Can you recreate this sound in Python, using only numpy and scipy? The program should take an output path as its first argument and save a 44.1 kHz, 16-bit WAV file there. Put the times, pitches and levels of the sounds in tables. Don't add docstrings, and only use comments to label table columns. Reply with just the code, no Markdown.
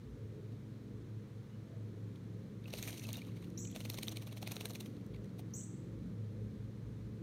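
import sys
import numpy as np
from scipy import signal
from scipy.fft import rfft, irfft
from scipy.io import wavfile
from scipy.ndimage import uniform_filter1d

SR = 44100
rng = np.random.default_rng(int(sys.argv[2]) if len(sys.argv) > 2 else 0)


def wav_record(signal):
    frames = np.transpose(np.atleast_2d(signal))
    bounded = np.clip(frames, -1, 1)
    quanta = np.round(bounded * 32767).astype(np.int16)
    wavfile.write(sys.argv[1], SR, quanta)


def volts(x):
    e = np.asarray(x, float) / 20
    return 10 ** e


N = 318402
TIME = np.arange(N) / SR
WET_START_S, WET_END_S = 2.62, 5.02


def curve(table):
    s, *columns = np.transpose(table)
    return [np.interp(TIME, s, column) for column in columns]


def colour(x, table):
    hz, db = np.transpose(table)
    f = np.arange(N // 2 + 1) * SR / N + 1
    gain_db = np.interp(np.log(f), np.log(hz), db, left=-99, right=-99)
    y = irfft(rfft(x) * volts(gain_db), N)
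    return y / y.std()


def sieve(x, order, hz, kind):
    return signal.sosfilt(signal.butter(order, hz, kind, fs=SR, output="sos"), x)


def soften(x, order, hz):
    return signal.sosfiltfilt(signal.butter(order, hz, fs=SR, output="sos"), x)


def band(x, lo_hz, hi_hz, order=2):
    y = sieve(x, order, [lo_hz, hi_hz], "bandpass")
    return y / y.std()


def noise():
    return rng.standard_normal(N)


def walk(rate):
    k = int(SR / rate)
    held = np.repeat(rng.standard_normal(N // k + 1), k)
    return 1.72 * uniform_filter1d(uniform_filter1d(held, k), k)[:N]


def add(out, s, piece):
    i = int(s * SR)
    out[i:i + len(piece)] += piece


# (frequency [Hz], level [dB per Hz])
RUMBLE_COLOUR = [(15, -56), (25, -34), (54, -24), (84, -6.5), (117, -5.5), (156, -6), (210, -5), (361, -12),
                 (479, -15.5), (620, -24.5), (687, -29.5), (900, -64), (1170, -47), (1980, -120)]
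# (frequency [Hz], level [dB per Hz])
HISS_COLOUR = [(410, -36), (700, -2.5), (910, -1.5), (1250, -1.5), (1360, -2.5), (2130, -5), (2730, -10),
               (4050, -8.5), (4800, -14.5), (6320, -13.5), (7590, -19), (8990, -18.5), (10500, -22.5),
               (15000, -22), (16000, -31)]
# (time [s], deep rumble level [dB], length [s])
LORRIES = [
    (.14, -38, 0.074),
    (.97, -45, 0.1),
    (2.796, -49, 0.12),
    (3.55, -47, 0.24),
    (4.1, -59, .15),
    (5.173, -43, 0.091),
    (5.955, -41, 0.15),
    (6.4, -60, 0.1),
    (6.842, -39, 0.66),
]
RUMBLE_DB, HISS_DB, DEEP_DB = -53, -70, -54
SWELL_START_DB, SWELL_END_DB, SWELL_FULL_S = -1.5, 1.3, 6.9


def town():
    swell_db = np.interp(TIME, [0, SWELL_FULL_S], [SWELL_START_DB, SWELL_END_DB])
    passing = volts(DEEP_DB)
    for s, db, length in LORRIES:
        passing = passing + volts(db) * np.exp(-((TIME - s) / length) ** 2)
    patches = np.zeros(N)
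    for hz in 42 * 2 ** np.arange(0, 5, .5):
        patches += np.sqrt(hz) * volts(2.2 * walk(6)) * band(noise(), hz / 1.19, hz * 1.19)
    out = volts(RUMBLE_DB + swell_db) * colour(patches, RUMBLE_COLOUR)
    out += volts(-16.5) * passing * band(noise(), 53.6, 62.4)
    return out + volts(HISS_DB + 0.035 * walk(9.1)) * colour(noise(), HISS_COLOUR)


# (multiple of the turning rate, level under the fifth [dB])
ENGINE_ORDERS = [(2, -20), (3, -20), (4, -16), (6, -5), (8, -7), (9, -13), (10, -16), (11, -17), (12, -24),
                 (13, -17)]
# (time [s], fifth order level [dB])
ENGINE_LOAD = [(0, -66), (.3, -55), (.75, -54), (1.05, -51.5), (1.55, -54), (1.9, -54.5), (3.3, -50.5),
               (3.47, -68), (3.65, -52.5), (4.3, -48), (4.9, -53), (5.3, -49.5), (6.35, -53.5), (6.8, -49),
               (7.22, -48)]
# (time [s], level [dB])
BARK = [(0, -8), (1.25, -2.5), (2.05, 0), (2.3, 4.5), (3.0, 1), (3.7, 6), (4.1, -5), (4.5, 3.5),
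        (7.22, 1.5)]
# (time [s], blade rate [Hz])
FAN_SPEED = [(0, 106.5), (.25, 106.65), (.6, 106.47), (.95, 105.88), (1.2, 106.1), (1.55, 105.78),
             (1.9, 106.58), (2.35, 107.42), (2.61, 106.93), (2.9, 106.06), (3.25, 106.57), (3.45, 107.35),
             (3.8, 106.94), (4.5, 106.61), (5.9, 106.89), (6.3, 106.42), (6.7, 105.46), (7.22, 106.72)]
# (time [s], level [dB])
FAN_HEARD = [(0, -61), (.25, -51), (.65, -50.5), (.87, -79), (1.15, -50), (1.47, -59.5), (1.85, -46),
             (2.4, -53.5), (2.62, -60), (3.15, -51.5), (3.4, -54.5), (3.85, -48), (4.45, -74), (5.4, -57),
             (5.75, -65), (6.3, -42), (6.65, -54), (7.22, -80)]
# (multiple, width [Hz], level [dB])
FAN_SMEAR = [(2, 15, -65), (3, 9.3, -70), (4, 6.3, -69.5), (5, 2.6, -88.5)]
# (frequency [Hz], level [dB])
STEADY_TONES = [(120, -64), (146, -66), (417.5, -78), (475, -72), (531, -79)]
ENGINE_HZ = 22.13


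def hum():
    fan_hz, fan_db, engine_db, bark_db = (curve(table)[0] for table in (FAN_SPEED, FAN_HEARD, ENGINE_LOAD, BARK))
    turns = ENGINE_HZ * TIME
    out = volts(fan_db) * np.sin(2 * np.pi * np.cumsum(fan_hz) / SR)
    out += volts(engine_db) * np.sin(2 * np.pi * 5 * turns)
    for k, db in ENGINE_ORDERS:
        level_db = engine_db.mean() + db + (k > 7) * bark_db + 1.2 * walk(2.42)
        out += volts(level_db) * np.sin(2 * np.pi * k * (turns + 0.018 * walk(1.494)))
    for hz, db in STEADY_TONES:
        out += volts(db + 2.0 * walk(1.68)) * np.sin(2 * np.pi * (hz * TIME + rng.random()))
    out *= np.sqrt(2)
    for k, width, db in FAN_SMEAR:
        centre = k * fan_hz.mean()
        smear = band(noise(), centre - width / 2, centre + width / 2, order=1)
        out += volts(db + (k < 3) * bark_db + 1.2 * walk(2.993)) * smear
    return out


# (time [s], second level [dB], third level [dB])
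OVERTONES = [(0.0, -77, -82), (0.2, -60.5, -68.5), (2.31, -62.5, -68), (2.37, -63, -55), (2.43, -55.5, -88),
             (2.61, -59.5, -63), (4.0, -54.5, -72.5), (4.12, -63, -50.5), (4.36, -55, -82),
             (4.44, -54, -63), (5.35, -64, -72), (5.47, -58, -54.5), (5.51, -51, -69), (5.97, -68, -56),
             (6.05, -53.5, -70), (7.02, -61, -62), (7.18, -51, -71), (7.22, -65, -43)]
# (time [s], level [dB], start [Hz], end [Hz], length [s])
FAR_CALLS = [
    (1.46, -83, 2830, 2880, .04),
    (1.54, -78, 2870, 2960, .07),
    (5.6, -80, 2950, 3050, .04),
]
# (time [s], level [dB], start [Hz], end [Hz], length [s])
SURGES = [
    (0.162, -57, 276, 277, 0.061),
    (.395, -62, 327, 334, 0.069),
    (.9, -54.5, 191.4, 199, .15),
    (1.2, -52.5, 208, 207, 0.095),
    (1.502, -61, 202, 210, 0.19),
    (4.799, -60, 366, 363, 0.066),
    (5.759, -62.5, 390, 396, 0.15),
    (6.676, -63.5, 534, 526, 0.086),
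]
CRICKET_HZ, CRICKET_WIDTH_HZ, CRICKET_DB = 4080, 90, -102


def distance():
    turns = np.cumsum(curve(FAN_SPEED)[0]) / SR
    out = np.zeros(N)
    for k, db in zip((2, 3), curve(OVERTONES)):
        out += volts(db + 1.44 * walk(6.7)) * np.sin(2 * np.pi * (k * turns + 0.21 * walk(4)))
    for s, db, start_hz, end_hz, length in FAR_CALLS + SURGES:
        t = TIME - s
        swell = np.exp(-(2 * t / length) ** 2)
        glide = (start_hz + end_hz) * t + (end_hz - start_hz) / length * t ** 2
        out += np.sqrt(2) * volts(db) * swell * np.sin(np.pi * glide)
    cricket = band(noise(), CRICKET_HZ - CRICKET_WIDTH_HZ / 2, CRICKET_HZ + CRICKET_WIDTH_HZ / 2)
    return out + volts(CRICKET_DB + 4.8 * walk(15)) * cricket


# (delay [s], level [dB])
FENCES = [
    (.0155, -12),
    (.053, -13),
    (.0715, -6.5),
    (.098, -12),
]
GARDEN_T60_S, GARDEN_DB = .54, 4.5


def garden():
    t = np.arange(int(.7 * SR)) / SR
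    direct = 1.3 * (t == 0)
    for s, db in FENCES:
        direct[int(s * SR)] = volts(db)
    direct = sieve(direct, 4, 6500, "lowpass")
    rattle = np.exp(-t / 0.0065) * rng.standard_normal(len(t))
    direct += 0.16 * sieve(rattle, 4, 10500, "highpass")
    twigs = np.exp(-t / .008) * (t > .006)
    trees = np.exp(-np.log(1000) * t / GARDEN_T60_S) * np.clip((t - .002) / .006, 0, 1)
    tail = volts(-46.0) * twigs / np.linalg.norm(twigs) + volts(GARDEN_DB) * trees / np.linalg.norm(trees)
    air = 1.8 * signal.lfilter(*signal.butter(2, 7500, "highpass", fs=SR), rng.standard_normal(len(t)))
    dull = soften(air, 8, 9800)
    air = dull + (air - dull) * np.exp(-t / .13)
    air += soften(air, 4, 6300) * (.8 * np.exp(-t / .45) - 1)
    return direct + tail * air


# (time [s], level [dB], start [Hz], end [Hz], glide [ms], length [ms])
CHIPS = [
    (3.574, -35.5, 5140, 8280, 11.7, 33.3),
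    (5.536, -35.5, 5300, 8490, 11.8, 38.4),
]
# (frequency [Hz], level [dB])
BEAK = [(4000, 0), (9000, 3.5), (11500, 4.5), (12300, -10), (13000, -5), (13700, 5), (15200, 6),
        (15900, -25)]
OCTAVE_DB = -22


def chips():
    out = np.zeros(N)
    for s, db, start_hz, end_hz, glide_ms, ms in CHIPS:
        t = np.arange(int(ms * SR / 1000)) / SR
        hz = end_hz - (end_hz - start_hz) * np.exp(-t * 1000 / glide_ms)
        phase = 2 * np.pi * np.cumsum(hz) / SR
        attack = np.clip(t / 0.0025, 0, 1) ** 2.1
        swell = attack * (0.11 + 0.5 * np.exp(-t / 0.0041)) * np.clip((t[-1] - t) / 0.02, 0, 1)
        whistle = np.sin(phase) + volts(OCTAVE_DB) * np.sin(2 * phase)
        add(out, s, np.sqrt(2) * volts(db) * swell * whistle)
    heard = signal.fftconvolve(out, garden())[:N]
    return heard.std() * colour(heard, BEAK)


# (time [s], peak level [dB], frequency [Hz])
SPATTER = [(2.7516, -54, 4310), (2.7712, -57, 12580), (2.773, -56, 5170), (2.831, -47, 2240),
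           (2.8677, -50, 11890), (2.8782, -55, 6370), (2.8824, -43, 2430), (2.9413, -55, 9130),
           (2.9954, -56, 8960), (2.996, -48, 6070), (3.0102, -57, 11200), (3.02, -53, 2570),
           (3.028, -59, 6200), (3.0425, -56, 13780), (3.056, -55, 6370), (3.0926, -51, 14810),
           (3.1049, -50, 3450), (3.1307, -49, 8790), (3.1394, -46, 3790), (3.1706, -52, 14300),
           (3.6727, -46.5, 6720), (3.8113, -56, 9650), (3.812, -49, 2930), (3.8581, -55, 13440),
           (3.8585, -56, 6200), (3.8592, -50, 2580), (3.9361, -58, 5860), (3.9361, -56, 9130),
           (3.9365, -55, 14640), (3.9365, -55, 11890), (3.9456, -55, 6370), (3.988, -52, 15160),
           (4.0323, -45, 14810), (4.0711, -47, 14300), (4.0713, -48, 3200), (4.0763, -49, 9130),
           (4.0769, -52, 14130), (4.083, -42, 6030), (4.0867, -59, 9130), (4.123, -49, 6430),
           (4.27, -56, 3790), (4.2765, -53, 11710), (4.4296, -55, 14990), (4.4659, -50, 3960),
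           (4.4756, -49, 15160), (4.4767, -55, 9130), (4.4767, -57, 12060), (4.5217, -43, 12060),
           (4.5424, -54, 3960), (4.607, -47, 3790), (4.657, -40, 9300), (4.6886, -48, 11800),
           (4.707, -47, 4100), (4.707, -50, 6890), (4.734, -52, 9300), (4.7356, -52, 3960),
           (4.7372, -50, 12060), (4.7572, -48, 6340), (4.8054, -49, 3790), (4.8065, -57, 5860)]
TICK_MS, TICK_DB = 0.43, 0.5


def spatter():
    out, t = np.zeros(N), np.arange(-200, 300) / SR
    for (s, db, hz), turn in zip(SPATTER, rng.random(len(SPATTER))):
        ms = TICK_MS * (6000 / hz) ** 0.41
        shape = np.exp(-np.abs(t) * 1000 / np.where(t < 0, 0.56 * ms, 1.4 * ms))
        add(out, s + t[0], volts(db + TICK_DB) * 2.0 * shape * np.sin(2 * np.pi * (hz * t + turn)))
    return out


# (time [s], peak level [dB], frequency [Hz])
PLOPS = [(.535, -71, 720), (2.739, -43.5, 550), (2.739, -63, 1390), (2.876, -56, 1210), (3.027, -64, 1290),
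         (3.09, -60, 1140), (3.145, -63, 1710), (3.18, -54, 700), (3.273, -64, 1080), (3.29, -62, 1120),
         (3.428, -65, 990), (3.477, -65, 1350), (3.557, -70, 1290), (3.762, -50, 610), (3.987, -53, 990),
         (4.077, -60, 1190), (4.274, -66, 1380), (4.326, -57, 680), (4.43, -47.5, 750), (4.513, -65, 1450),
         (4.566, -56, 1400), (4.657, -55, 1070), (4.657, -50, 1580), (4.757, -68, 1460), (4.807, -57, 780),
         (4.976, -68, 1240), (5.146, -63, 1030), (5.396, -54.5, 686)]
# (time [s], peak level [dB])
SNAPS = [(2.781, -42), (2.827, -24), (2.8762, -39), (3.1306, -28), (3.1705, -40), (3.8087, -42),
         (3.9011, -23), (3.9884, -38), (4.0333, -32), (4.4294, -41), (4.4757, -37), (4.5204, -33),
         (4.5674, -43), (4.6567, -33), (4.698, -41), (4.7068, -46), (4.7465, -43), (4.7655, -46),
         (4.8098, -38), (5.3945, -45), (3.0695, -45), (3.1052, -42), (3.504, -53), (3.716, -52),
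         (3.756, -47), (3.8022, -46), (3.8525, -43), (4.1718, -40), (4.3722, -43), (4.8685, -52),
         (5.0652, -55), (5.399, -50), (2.736, -43), (4.0829, -33), (3.219, -46), (2.8872, -41)]
PLOP_MS = 1.7


def knocks():
    out, clicks, t = np.zeros(N), np.zeros(N), np.arange(-400, 600) / SR
    for (s, db, hz), turn in zip(PLOPS, rng.random(len(PLOPS))):
        shape = np.exp(-np.abs(t) * 1000 / np.where(t < 0, .5 * PLOP_MS, PLOP_MS))
        add(out, s + t[0], volts(db + 7) * shape * np.sin(2 * np.pi * (hz * t * (1 + 3.6 * t) + turn)))
    for s, db in SNAPS:
        clicks[int(s * SR)] = -volts(db)
    snaps = band(clicks, 3500, 16500)
    return out + snaps * np.abs(clicks).max() / np.abs(snaps).max()


def droplets(rate, scatter_db, smear_ms):
    size_db = scatter_db * np.minimum(rng.exponential(size=N), 3)
    ticks = (rng.random(N) < rate / SR) * volts(size_db)
    puffs = signal.lfilter([1], [1, -np.exp(-1000 / (smear_ms * SR))], ticks ** 2)
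    return np.sqrt(puffs + 0.06 * puffs.mean()) * noise()


def puff(source, shape):
    piece = source * shape
    return piece * np.linalg.norm(shape) / np.linalg.norm(piece)


def fizz(rate, lo_hz, hi_hz, cycles, scatter_db):
    out, t = np.zeros(N), np.arange(500) / SR
    start, end = WET_START_S - .1, WET_END_S + .1
    for when, pitch, size in rng.random((int(rate * (end - start)), 3)):
        hz = lo_hz * (hi_hz / lo_hz) ** pitch
        ring = np.exp(-t * hz / cycles) * np.sin(2 * np.pi * hz * t * (1 + 0.016 * hz * t))
        add(out, start + when * (end - start), volts(-scatter_db * np.log(size + 0.022)) * ring)
    return out / out[int(start * SR):int(end * SR)].std()


# (time [s], blow level [dB], spray
# over blow [dB], bubble [Hz], spread [ms])
DIP = [(2.6827, -52, -7, 2900, 2.4), (2.7384, -38, -2, 2690, 3.1), (2.7884, -45.5, 3.5, 3900, 7),
       (2.827, -35.5, 4, 6450, 1.25), (2.876, -37, 1.5, 2010, 1.1), (2.8872, -54, -4, 2650, 3.1),
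       (2.9298, -45.5, -3, 3150, 2.5), (2.981, -48, 7, 4430, 4.1), (3.04, -50, 4, 2640, 9.7),
       (3.091, -44, -4, 2840, 4.1), (3.1307, -46, 12.5, 6500, 1.2), (3.18, -54, -24, 2820, 4.1),
       (3.2717, -63, -12, 2082, 2.3), (3.3698, -59, -5.5, 2210, 12), (3.427, -60.5, -2, 2150, 6.6),
       (5.396, -55, -4, 2300, 3)]
# (time [s], blow level [dB], spray over blow [dB], bubble [Hz], spread [ms])
FLUTTER = [(3.763, -38, -2, 3550, 1.15), (3.8057, -38.5, -4, 3900, 0.64), (3.8534, -41.5, -4, 2500, 2),
           (3.9012, -34.5, 1.5, 4300, 2.3), (3.9438, -46, 2, 3660, 2.3), (3.988, -36.5, -0.5, 2300, 1.8),
           (4.0329, -31.5, 0.5, 4070, 1.6), (4.083, -32, -13, 3660, 1.3), (4.1232, -47.5, 3, 2760, 5.9),
           (4.1722, -35.5, -3.5, 2350, 2), (4.2243, -49, -2, 2580, 3.3), (4.2757, -52.5, 0, 2700, 4),
           (4.3275, -50.5, -6, 3300, 5.1), (4.373, -48.5, 0, 4010, 2), (4.4292, -41.5, -6, 2540, 1.9),
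           (4.476, -34.5, -5, 2400, 2), (4.5205, -40.5, 4.5, 2533, 3.6), (4.5671, -36, -11, 3800, 1.1),
           (4.6107, -38.5, -4, 2710, 2), (4.6561, -35.5, -2, 4070, 1.5), (4.7063, -67, 19, 3950, 2.2),
           (4.7565, -41.5, -4.5, 2360, 3.4), (4.8093, -44, 4, 4000, 3.6), (4.8631, -50, -1, 3090, 2.4)]
# (time [s], blow level [dB],
# spray over blow [dB], bubble [Hz])
DROPS = [(2.6432, -56.5, -4, 3740), (2.658, -51.5, -30, 2680), (2.707, -52, 3, 5580),
         (2.8383, -45, 2, 6160), (2.9974, -45, 0, 5960), (3.0524, -47.5, -17, 2650),
         (3.0705, -55, 13, 4070), (3.1043, -54, -9, 3040), (3.145, -45, -3, 2750), (3.157, -44, -20, 3750),
         (3.171, -53.5, 12, 3640), (3.193, -55, -21, 2870), (3.2191, -49, -13, 2290),
         (3.251, -55.5, -2, 3750), (3.2841, -63, -15, 3814), (3.297, -64, -19, 2760),
         (3.3194, -61, -8, 2060), (3.4448, -54, 0, 2870), (3.504, -70, 17.5, 2820),
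         (3.58, -57.5, -16, 3950), (3.589, -57.5, -7, 3970), (3.6534, -50, -3, 2980),
         (3.676, -62, -22, 2460), (3.7019, -58, -5, 3400), (3.716, -55.5, 9, 3840), (3.727, -58, -9, 3280),
         (0.5227, -64, -5, 4030), (5.258, -66, 4, 5600), (2.1598, -57, -5, 3400), (0.535, -65, -25, 710)]
# (time [s], blow level [dB], spray over blow [dB], bubble [Hz])
SHAKEN = [(3.75, -56, -2, 8500), (3.755, -49, -7, 3530), (3.774, -47, -14, 7040), (3.794, -66, 1, 13000),
          (3.9278, -52, -16, 4050), (3.9515, -58, 11, 6800), (3.978, -45, 1, 2780), (4.0934, -58, 18, 6000),
          (4.1616, -49, -3, 4030), (4.2924, -59, -23, 2710), (4.3474, -71, -13, 4220),
          (4.3818, -52, 2, 3200), (4.4656, -55, -9, 4180), (4.5422, -63, 5, 4170), (4.5596, -58, 17, 3830),
          (4.7465, -75, 12, 2430), (4.6983, -70, 20, 7020), (4.7356, -68, 4, 4030), (4.7655, -74, 16, 3940),
          (4.969, -59, -1, 4080), (5.066, -76, 21, 2205), (5.14, -64, -14, 3370),
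          (5.1464, -55.5, -6.5, 2260), (5.1643, -57.5, -5, 2000), (5.246, -63, 7, 1840),
          (5.294, -63, -7, 4200), (5.508, -66, 4, 4500), (5.61, -68, -14, 2960), (5.012, -65, 0, 4300)]
# (time [s], thud level on the tray [dB])
DIP_DEPTH = [(2.68, -57.5), (2.737, -48.5), (2.83, -56), (2.9, -50), (3.0, -64.5), (3.09, -49.5),
             (3.13, -72), (3.18, -53), (3.43, -67.5)]
# (time [s], thud level on the tray [dB])
FLUTTER_DEPTH = [(3.76, -50), (3.98, -48), (4.08, -52), (4.38, -55.5), (4.43, -47), (4.48, -48),
                 (4.66, -45.5), (4.83, -56.5), (5.39, -54)]
DROP_MS, DROP_THUD_DB = 3.6, -22


def blows():
    s, db, over_db, hz, ms = np.transpose(DIP + FLUTTER)
    depth_db = np.interp(s, *np.transpose(DIP_DEPTH + FLUTTER_DEPTH))
    beats = np.transpose([s, db, db + over_db, depth_db, hz, ms])
    s, db, over_db, hz = np.transpose(DROPS + SHAKEN)
    ms = DROP_MS * (3000 / hz) ** 0.6
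    return np.r_[beats, np.transpose([s, db, db + over_db, db + DROP_THUD_DB, hz, ms])]


RAIN_RISE_S, DIP_FALL_S, FLUTTER_FALL_S = 0.012, 0.036, 0.022


def aloft(beats, power_db):
    out, t = np.zeros(N + SR), np.arange(SR // 2) / SR
    for k, (s, db) in enumerate(zip(beats[:, 0], power_db)):
        fall_s = DIP_FALL_S if k < len(DIP) else FLUTTER_FALL_S
        add(out, s, volts(db) * np.exp(-t / fall_s) * (1 - np.exp(-t / RAIN_RISE_S)))
    return out[:N]


RAIN_BODY_DB, RAIN_SPRAY_DB, DRIZZLE_DB = -6.5, -7.5, -78
DIP_RAIN_DB, FLUTTER_MIST_DB = 12, -0.5


def shower(rain, thud):
    beats = blows()[:len(DIP + FLUTTER)]
    in_dip = np.arange(len(beats)) < len(DIP)
    depth_db = beats[:, 3] + DIP_RAIN_DB * in_dip
    fine_db = 0.4 * depth_db + 0.64 * (beats[:, 2] - 9) + RAIN_SPRAY_DB + FLUTTER_MIST_DB * ~in_dip
    big_db = 0.56 * depth_db + 0.48 * (beats[:, 1] - 11) + RAIN_BODY_DB
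    fine = volts(DRIZZLE_DB + RAIN_SPRAY_DB + 3.0) + aloft(beats, fine_db)
    big = volts(DRIZZLE_DB) + aloft(beats, big_db)
    out = big * volts(-3.0) * band(rain, 2050, 4310, order=4)
    out += fine * band(rain, 6400, 15300, order=4)
    out += big * volts(-7.5) * fizz(260, 1500, 6400, cycles=3, scatter_db=3.0)
    out += big * volts(-16.5) * thud
    wet = uniform_filter1d(1. * ((TIME > WET_START_S) & (TIME < WET_END_S)), 4000)
    return wet * out


# (frequency [Hz], level [dB per Hz])
TRAY = [(880, -28), (1500, -45), (1780, 2.5), (2340, -1), (3030, -3), (3810, -1), (4240, 2), (5020, 4.5),
        (6060, 1), (7690, -15), (9100, -5.5), (10500, -15), (12400, -7.5), (14900, -14), (16000, -15)]
# (frequency [Hz], level [dB per Hz])
FOIL = [(250, 4), (420, 6.5), (650, 1.5), (950, -6), (1300, -8.5), (1900, -15)]
CRACK, RING_LEAD = 1.15, .17


def bath():
    water = colour(droplets(4000, scatter_db=4.5, smear_ms=0.13), TRAY)
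    rain = colour(droplets(1500, scatter_db=-1.5, smear_ms=0.97), TRAY)
    body, spray = band(water, 2096, 4225, order=4), band(water, 6510, 19500, order=4)
    thud = colour(noise(), FOIL)
    out, t = np.zeros(N), np.arange(-1500, 1500) / SR
    drop_times = [row[0] for row in DROPS + SHAKEN]
    rows = blows()
    for (s, body_db, spray_db, thud_db, hz, ms), chance in zip(rows, rng.random((len(rows), 2))):
        here = slice(int(s * SR) - 1500, int(s * SR) + 1500)
        sharpness = 2.5 if s in drop_times else 1.25
        lead, trail = (.12, 1.4) if s < 3.5 and ms < 1.8 else (1.4, .45)
        core = np.exp(-np.abs(t) / np.where(t < 0, lead * ms, trail * ms) * 1000)
        crack = CRACK * np.exp(-(ms / 2.3) ** 2) * np.exp(-np.abs(t) / 0.000092)
        sweep = np.exp(-(t / 0.013) ** 2) * volts(thud_db - 1.5)
        ring = np.exp(-np.abs(t) / np.where(t < 0, RING_LEAD * ms, .85 * ms) * 1000)
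        bubble = np.sin(2 * np.pi * (hz * (t + 13.0 * (chance[0] - .3) * t ** 2) + chance[1]))
        ring_db = spray_db if hz > 5000 else body_db
        share = np.clip((body_db - spray_db) / 16.0, .3, .82)
        out[here] += volts(ring_db + 6.0) * share * ring * bubble
        splash = np.sqrt(1 - share ** 2) * core + 0.15 * crack
        out[here] += puff(body[here], volts(body_db - 6.5) * splash + 0.26 * sweep)
        out[here] += puff(spray[here], volts(spray_db - 9) * (core ** sharpness + crack) + 0.36 * sweep)
        boom = np.exp(-np.abs(t) / (0.0072 + 0.0006 * ms))
        out[here] += puff(thud[here], volts(thud_db - 3.0) * boom)
        jump = np.exp(-(t / 0.00056) ** 2) * np.cos(2 * np.pi * (400 + 400 * chance[0]) * t - 0.6)
        out[here] -= volts(thud_db + 4.5) * jump
    return out + shower(rain, thud)


def scene():
    return (town() + hum() + distance() + chips() + spatter() + knocks() + bath())[None]


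def low_pass(x):
    return signal.sosfilt(signal.butter(12, 15880, fs=SR, output="sos"), x)


def record(dry):
    mix = sieve(dry, 2, 48, "highpass")
    mix = signal.sosfilt(signal.ellip(8, .2, 70, 15800, fs=SR, output="sos"), mix)
    return low_pass(mix)


dry = scene()
out = record(dry)
wav_record(out)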